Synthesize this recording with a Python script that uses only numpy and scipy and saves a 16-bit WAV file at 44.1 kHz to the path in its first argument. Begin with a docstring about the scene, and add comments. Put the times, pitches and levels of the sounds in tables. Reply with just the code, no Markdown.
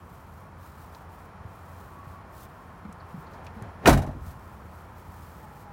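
"""Pickup door shut on a driveway

One microphone, an arm's length from the door. The door pushes air ahead of it, the latch meets the
striker, the steel skin lands on its seals and shudders, the window rattles and the cab booms.
Close by are rustling clothes and a few soft bumps and ticks. Farther off are insects in the lawn,
a humming machine, and the rumble and tyre song of traffic."""
import sys
import numpy as np
from scipy import signal
from scipy.io import wavfile

SR = 44100
rng = np.random.default_rng(int(sys.argv[2]) if len(sys.argv) > 2 else 0)


def wav_record(signal):
    """Record a signal, one row per channel, as 16-bit PCM in the file named by sys.argv[1]."""
    frames = np.transpose(np.atleast_2d(signal))
    bounded = np.clip(frames, -1, 1)
    # unit amplitude maps onto the largest positive 16-bit level
    quanta = np.round(bounded * 32767).astype(np.int16)
    wavfile.write(sys.argv[1], SR, quanta)


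N = 252252
TIME = np.arange(N) / SR

# traffic on the far road: t/s, rumble level/dB, tyre noise level/dB
TRAFFIC_LEVELS = [(0, -48.5, -51.5), (1.2, -50, -49), (2.9, -48, -49), (3.35, -48.5, -47),
                  (4.3, -45.5, -49.5), (5.15, -48.5, -49.5), (5.72, -47, -50)]
# spectra of the rumble and the tyre noise: f/Hz, relative density/dB
RUMBLE_SPECTRUM = [(25, -12), (45, -6), (65, 3), (85, 2.5), (115, -3), (170, -1.5), (260, -13.5),
                   (400, -17.5), (800, -46)]
TYRE_SPECTRUM = [(150, -8.5), (350, -1.5), (600, -0.5), (850, 3.5), (1120, 2.5), (1500, -4.5),
                 (2100, -12.5), (3200, -24.5), (6000, -28.5), (15000, -80)]
# note of the tyre treads: t/s, f/Hz, level/dB
TYRE_NOTE = [(0, 1110, -63), (1.7, 1115, -66), (2.15, 1126, -52), (2.45, 1086, -59.5), (4.4, 1059, -61),
             (5.2, 897, -72), (5.45, 853, -51.5), (5.72, 815, -55.5)]
# hum of a distant machine: t/s, level/dB
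HUM_LEVELS = [(0, -48.5), (2, -54), (4.5, -51.5), (5.72, -51)]

# a sleeve or trouser leg moving near the microphone: peak t/s, level/dB, rise/s, fall/s
CLOTH_MOVES = [(.18, -65.5, .14, 0.088), (.36, -65, 0.054, 0.073), (.65, -61, 0.044, 0.082),
               (.82, -61, 0.053, 0.057), (.95, -63, .04, 0.069), (1.13, -62.5, .025, .04),
               (1.22, -66, .04, 0.049), (1.56, -65.5, 0.07, .08), (1.79, -62.5, 0.11, .16),
               (2.1, -64.5, .04, 0.057), (2.435, -54.5, 0.067, .018), (2.5, -69, .04, .22),
               (3.11, -66, .03, .04), (3.21, -65, .05, 0.032), (3.325, -68, .015, .04),
               (3.455, -66, .012, .015), (3.56, -67, .015, .015), (4.298, -56.5, 0.054, .03),
               (4.41, -66, 0.041, .2), (4.77, -65, .08, .09), (4.99, -63, .025, .03),
               (5.28, -60.5, 0.21, .2), (5.6, -60.5, 0.038, 0.03)]
# hiss of the cloth: f/Hz, relative density/dB
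CLOTH_SPECTRUM = [(1500, 2), (3000, 5.5), (6000, 3.4), (8000, 5.2), (11000, 3.5), (15000, 7.3)]
# soft bumps of feet, hinge and rocking body: t/s, level/dB, f/Hz, t60/s
SOFT_BUMPS = [(1.405, -35.5, 103, .08), (1.451, -30, 100, 0.078), (2.069, -31, 102.4, 0.048),
              (2.851, -30, 202, 0.079), (2.889, -31, 193, 0.077), (3.142, -27.5, 181, 0.1),
              (3.178, -30, 152, 0.077), (3.566, -34, 221, 0.15), (3.62, -29, 106, 0.17),
              (4.209, -29, 74.5, 0.22), (4.268, -28, 76, 0.21)]
# ticks of trim and grit: t/s, level/dB, f/Hz, filter width/Hz, t60/s
GRIT_TICKS = [(0.9482, -49.5, 2800, 5000, 0.036), (2.851, -41, 800, 800, 0.033),
              (2.926, -49.5, 6500, 11000, 0.022), (3.002, -55.5, 4300, 700, 0.055),
              (3.267, -60, 4170, 1300, 0.091), (3.335, -60, 4700, 3000, .1),
              (3.4461, -58, 7000, 9000, 0.03), (3.466, -40.5, 2150, 1980, .04),
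              (3.467, -49, 5000, 3000, 0.016), (3.623, -47.5, 4800, 12000, 0.02)]
# dull scuffs as the door is reached for and pushed: peak t/s, level/dB, rise/s, fall/s
PUSH_SCUFFS = [(3.39, -48.5, .08, 0.095), (3.64, -44.5, 0.053, 0.052)]
# air driven by the door: f/Hz, relative density/dB
AIR_SPECTRUM = [(100, 4), (250, 3.5), (450, -1.5), (750, 2), (1100, -10), (1500, -7.5), (2500, -21),
                (5000, -34.5), (15000, -47)]

# modes of the parts that ring: f/Hz, relative level/dB, t60/s
CAB_AIR_MODES = [(55, -1.5, 0.25), (90.8, -10, 0.36), (141, -0.5, 0.177), (201.7, -6, 0.13),
                 (242.7, -1.5, 0.13), (291, -2, 0.088)]   # air in the cab and the broad door skin
SHEET_METAL_MODES = [(368, -12, .16), (394, -15, .15), (448, -19, .15), (519, -16, .2), (564, -15, .19),
                     (690, -13, .22), (852, -15, .2), (1495, -20, .2), (1797, -21, .18)]
LATCH_STEEL_MODES = [(2310, -23, .12), (2866, -21, .17), (3800, -24, .12), (4031, -27, .17),
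                     (4460, -29, .12), (5980, -20, .07), (6230, -25, .08), (7990, -34, .1),
                     (9370, -26, .09), (11830, -26, .07)]   # latch and striker
PAWL_SNAP_MODES = [(1480, -19, .03), (1810, -12, .045), (2090, -18, .025), (2480, -13, .035),
                   (2830, -14, .035), (3900, -27, .02)]
WINDOW_MODES = [(530, -14, .14), (624, -12, .16), (700, -13, .14), (810, -10, .18), (852, -7, .18)]
# clatter, the crowded overtones between those modes: f/Hz, relative density/dB
SHEET_METAL_CLATTER = [(100, -3.5), (240, 2), (450, -4), (750, -2.5), (1050, -5), (1400, -1.5), (1900, -18),
                       (2700, -27), (3500, -34), (15000, -53)]
LATCH_CLATTER = [(500, 2), (1300, 2.5), (1900, 6), (2500, -1.5), (3200, -2.5), (4100, -1), (6000, -4),
                 (8000, -5.5), (10000, -6.5), (15000, -13)]
WINDOW_CLATTER = [(250, -30), (450, -7), (600, 4), (820, -2), (1000, -20), (1500, -11.5), (2500, -33),
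                  (8000, -42)]
# ring time of the clatter: f/Hz, t60/s
SHEET_METAL_DECAY = [(100, 0.44), (400, 0.15), (750, 0.15), (1500, 0.067), (5000, 0.14)]
LATCH_DECAY = [(1000, 0.21), (4000, 0.11), (15000, 0.13)]
WINDOW_DECAY = [(500, 0.11), (3000, 0.093)]
# the door lands (first catch, seals, second catch, hard stop):
# t/s, cab drive/dB, sheet-metal drive/dB, latch drive/dB
DOOR_BLOWS = [(3.8567, -33, -13, -22), (3.863, -25, -15, -25), (3.8698, -15.5, -6.5, -17),
              (3.8738, -10.5, -9, -12.5), (3.886, -42, -9.5, -24), (3.8925, -41, -16, -16),
              (3.9052, -15, -19, -38)]
# dull thumps of the cab as it settles: t/s, drive/dB
CAB_THUMPS = [(3.95, -15.5), (4.03, -31), (4.073, -26), (4.1497, -32.5)]


def from_db(db):
    """Decibels to gain."""
    return 10 ** (np.asarray(db) / 20)


def unit_power(x):
    """Scale to an RMS of one."""
    return x / np.sqrt(np.mean(x ** 2) + 1e-20)


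def in_time(rows):
    """Each column of a curve, at every sample."""
    times, *columns = np.transpose(rows)
    return [np.interp(TIME, times, column) for column in columns]


def at_hz(points, hz):
    """Read a curve on a log-frequency axis."""
    frequencies, values = np.transpose(points)
    return np.interp(np.log(hz), np.log(frequencies), values)


def add(out, s, sound):
    """Mix a sound in at time s."""
    start = round(s * SR)
    out[start:start + len(sound)] += sound[:N - start]


def butter(x, order, hz, kind="low"):
    """Butterworth filter."""
    return signal.sosfilt(signal.butter(order, hz, kind, fs=SR, output="sos"), x)


def narrow_noise(length, hz, width_hz):
    """Unit-power noise through two resonators in series, each width_hz wide."""
    radius = np.exp(-np.pi * width_hz / SR)
    b = np.array([1, 0, -1]) * (1 - radius ** 2) / 2
    a = [1, -2 * radius * np.cos(2 * np.pi * hz / SR), radius ** 2]
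    once = signal.lfilter(b, a, rng.standard_normal(length))
    return unit_power(signal.lfilter(b, a, once))


def noise_bands(spectrum):
    """Band centres and coloured noise in narrow bands; together they have unit power."""
    edges = np.geomspace(22, 17000, 25)
    centres = np.sqrt(edges[1:] * edges[:-1])
    white = rng.standard_normal((2, N))
    bands = np.array([from_db(at_hz(spectrum, hz)) * butter(white[k % 2], 2, edges[k:k + 2], "band")
                      for k, hz in enumerate(centres)])
    return centres, bands / bands.sum(axis=0).std()


def noise(spectrum):
    """Steady coloured noise of unit power."""
    return noise_bands(spectrum)[1].sum(axis=0)


def swells(rows):
    """Summed power of smooth swells, each with its own rise and fall."""
    return sum(from_db(db) ** 2 * np.exp(-((TIME - s) / np.where(TIME < s, rise, fall)) ** 2)
               for s, db, rise, fall in rows)


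def ringing(modes, attack_s):
    """Response of decaying modes to a contact that builds over attack_s."""
    t = TIME[:SR]
    swing = sum(from_db(db - 60 * t / t60) * np.sin(2 * np.pi * hz * t) for hz, db, t60 in modes)
    return swing * (1 - np.exp(-t / attack_s))


def struck_body(times, levels, modes, spectrum, decay, ring_db, clatter_db, attack_s):
    """Each contact lands somewhere else: new strengths for the modes, a new wash of clatter."""
    out, t = np.zeros(N), TIME[:SR // 2]
    centres, bands = noise_bands(spectrum)
    envelopes = from_db(-60 * t / at_hz(decay, centres)[:, None]) * (1 - np.exp(-t / attack_s))
    for s, db in zip(times, levels):
        start = rng.integers(N - len(t))
        clatter = (bands[:, start:start + len(t)] * envelopes).sum(axis=0)
        add(out, s, from_db(db + clatter_db) * clatter)
        excited = [(hz, level + 2 * rng.standard_normal(), t60) for hz, level, t60 in modes]
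        add(out, s, from_db(db + ring_db) * ringing(excited, attack_s))
    return out


def machine_hum():
    """A machine in the distance holds a low, unsteady note."""
    level_db, = in_time(HUM_LEVELS)
    return from_db(level_db) * narrow_noise(N, hz=86.25, width_hz=8.8)


def traffic():
    """Rumble and tyre noise carry over from the far road."""
    rumble_db, tyre_db = in_time(TRAFFIC_LEVELS)
    return from_db(rumble_db) * noise(RUMBLE_SPECTRUM) + from_db(tyre_db) * noise(TYRE_SPECTRUM)


def tyre_whine(waver_hz=15):
    """Tyre treads sing a narrow, unsteady note that sinks as the far cars pass."""
    hz, level_db = in_time(TYRE_NOTE)
    waver = butter(rng.standard_normal((2, N)), 2, waver_hz)
    phase = 2 * np.pi * np.cumsum(hz) / SR
    return from_db(level_db) * unit_power(waver[0] * np.cos(phase) + waver[1] * np.sin(phase))


def insects(peak_s=2.1, peak_db=-81.5, swell_s=3.4):
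    """A thin, high chorus out in the lawn swells and fades."""
    power = swells([(peak_s, peak_db, swell_s, swell_s)])
    return np.sqrt(power) * narrow_noise(N, hz=9550, width_hz=500)


def yard_scatter(x, wet_db, t60, dull_hz, build_s=0.04):
    """House walls and ground send a weak, dull scatter back to the microphone."""
    t = TIME[:SR]
    scatter = rng.standard_normal(SR) * from_db(-60 * t / t60) * (1 - np.exp(-t / build_s))
    response = butter(scatter / np.linalg.norm(scatter), 1, dull_hz)
    return from_db(wet_db) * signal.fftconvolve(x, response)[:N]


def clothes(rest_db=-80, grain_db=1.5, catch_hz=60):
    """Close to the microphone, cloth slides on cloth: a faint hiss that catches unevenly."""
    power = from_db(rest_db) ** 2 + swells(CLOTH_MOVES)
    catching = unit_power(butter(rng.standard_normal(N), 2, catch_hz))
    return np.sqrt(power) * from_db(grain_db * catching) * noise(CLOTH_SPECTRUM)


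def bumps_and_ticks():
    """Beside the truck, soft bumps ring low and trim and grit tick in brief bursts."""
    out, t = np.zeros(N), TIME[:SR // 5]
    for s, db, hz, t60 in SOFT_BUMPS:
        add(out, s, ringing([(hz, db, t60)], attack_s=0.001))
    for s, db, hz, width_hz, t60 in GRIT_TICKS:
        add(out, s, from_db(db - 60 * t / t60) * narrow_noise(len(t), hz, width_hz))
    return out


def air_rush(seal_s=3.856, peak_db=-29, rise_db_per_s=520, fall_db_per_s=2200):
    """The door is pushed with two scuffs, then squeezes air from the gap until the seal closes."""
    fade_db = np.maximum(rise_db_per_s * (seal_s - TIME), fall_db_per_s * (TIME - seal_s))
    power = from_db(peak_db - fade_db) ** 2 + swells(PUSH_SCUFFS)
    return np.sqrt(power + 1e-18) * noise(AIR_SPECTRUM)


def window_rattle(start_s=3.914, period_s=0.0525, crossing_s=0.0145, stop_after_s=0.235, swings=5):
    """The glass knocks on both sides of its channel; friction shrinks the swing in a straight line."""
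    age = (np.arange(swings)[:, None] * period_s + [0, crossing_s]).ravel()
    swing = np.maximum(1 - age / stop_after_s, 1e-3)
    knock_db = -20.5 + 20 * np.log10(swing)
    return struck_body(start_s + age, knock_db, WINDOW_MODES, WINDOW_CLATTER, WINDOW_DECAY,
                       ring_db=-2.5, clatter_db=-6.5, attack_s=0.0016)


def shudder(start_s=3.928, period_s=0.0455, cycles=5):
    """The door rebounds on its seals, weaker each cycle; rows as in DOOR_BLOWS."""
    first_db = np.array([-17.5, -21, -23])   # cab, sheet metal, latch
    loss_db = np.array([14, 13, 8.3])
    return [(start_s + k * period_s, *(first_db - k * loss_db)) for k in range(cycles)]


def door_slam(pawl_s=3.8578):
    """At arm's length the pawl snaps over the striker; cab, sheet metal and latch ring at each blow."""
    times, cab_db, metal_db, latch_db = np.transpose(list(DOOR_BLOWS) + shudder())
    pawl, cab = np.zeros((2, N))
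    add(pawl, pawl_s, from_db(-1.1) * ringing(PAWL_SNAP_MODES, attack_s=0.00029))
    boom = ringing(CAB_AIR_MODES, attack_s=0.003)
    for s, db in list(zip(times, cab_db)) + list(CAB_THUMPS):
        add(cab, s, from_db(db) * boom)
    metal = struck_body(times, metal_db, SHEET_METAL_MODES, SHEET_METAL_CLATTER, SHEET_METAL_DECAY,
                        ring_db=-6, clatter_db=-2, attack_s=0.00072)
    latch = struck_body(times, latch_db, LATCH_STEEL_MODES, LATCH_CLATTER, LATCH_DECAY,
                        ring_db=3.5, clatter_db=-5, attack_s=0.00038)
    return pawl + cab + metal + latch


def scene():
    """From the driveway, in mono: the door up close, the yard around it, the road far behind."""
    door = door_slam() + window_rattle() + air_rush()
    far = machine_hum() + traffic() + tyre_whine() + insects()
    near = clothes() + bumps_and_ticks()
    reflections = yard_scatter(door, wet_db=-19, t60=0.45, dull_hz=350)
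    return (door + reflections + far + near)[None]


def record(dry, low_cut_hz=38, high_cut_hz=15900):
    """The microphone chain cuts the deepest bass, rounds the peaks and cuts the top."""
    thinned = butter(dry, 3, low_cut_hz, "high")
    rounded = 1.057 * np.tanh(thinned / 1.14)
    return signal.sosfilt(signal.ellip(10, .1, 80, high_cut_hz, fs=SR, output="sos"), rounded)


dry = scene()
out = record(dry)
wav_record(out)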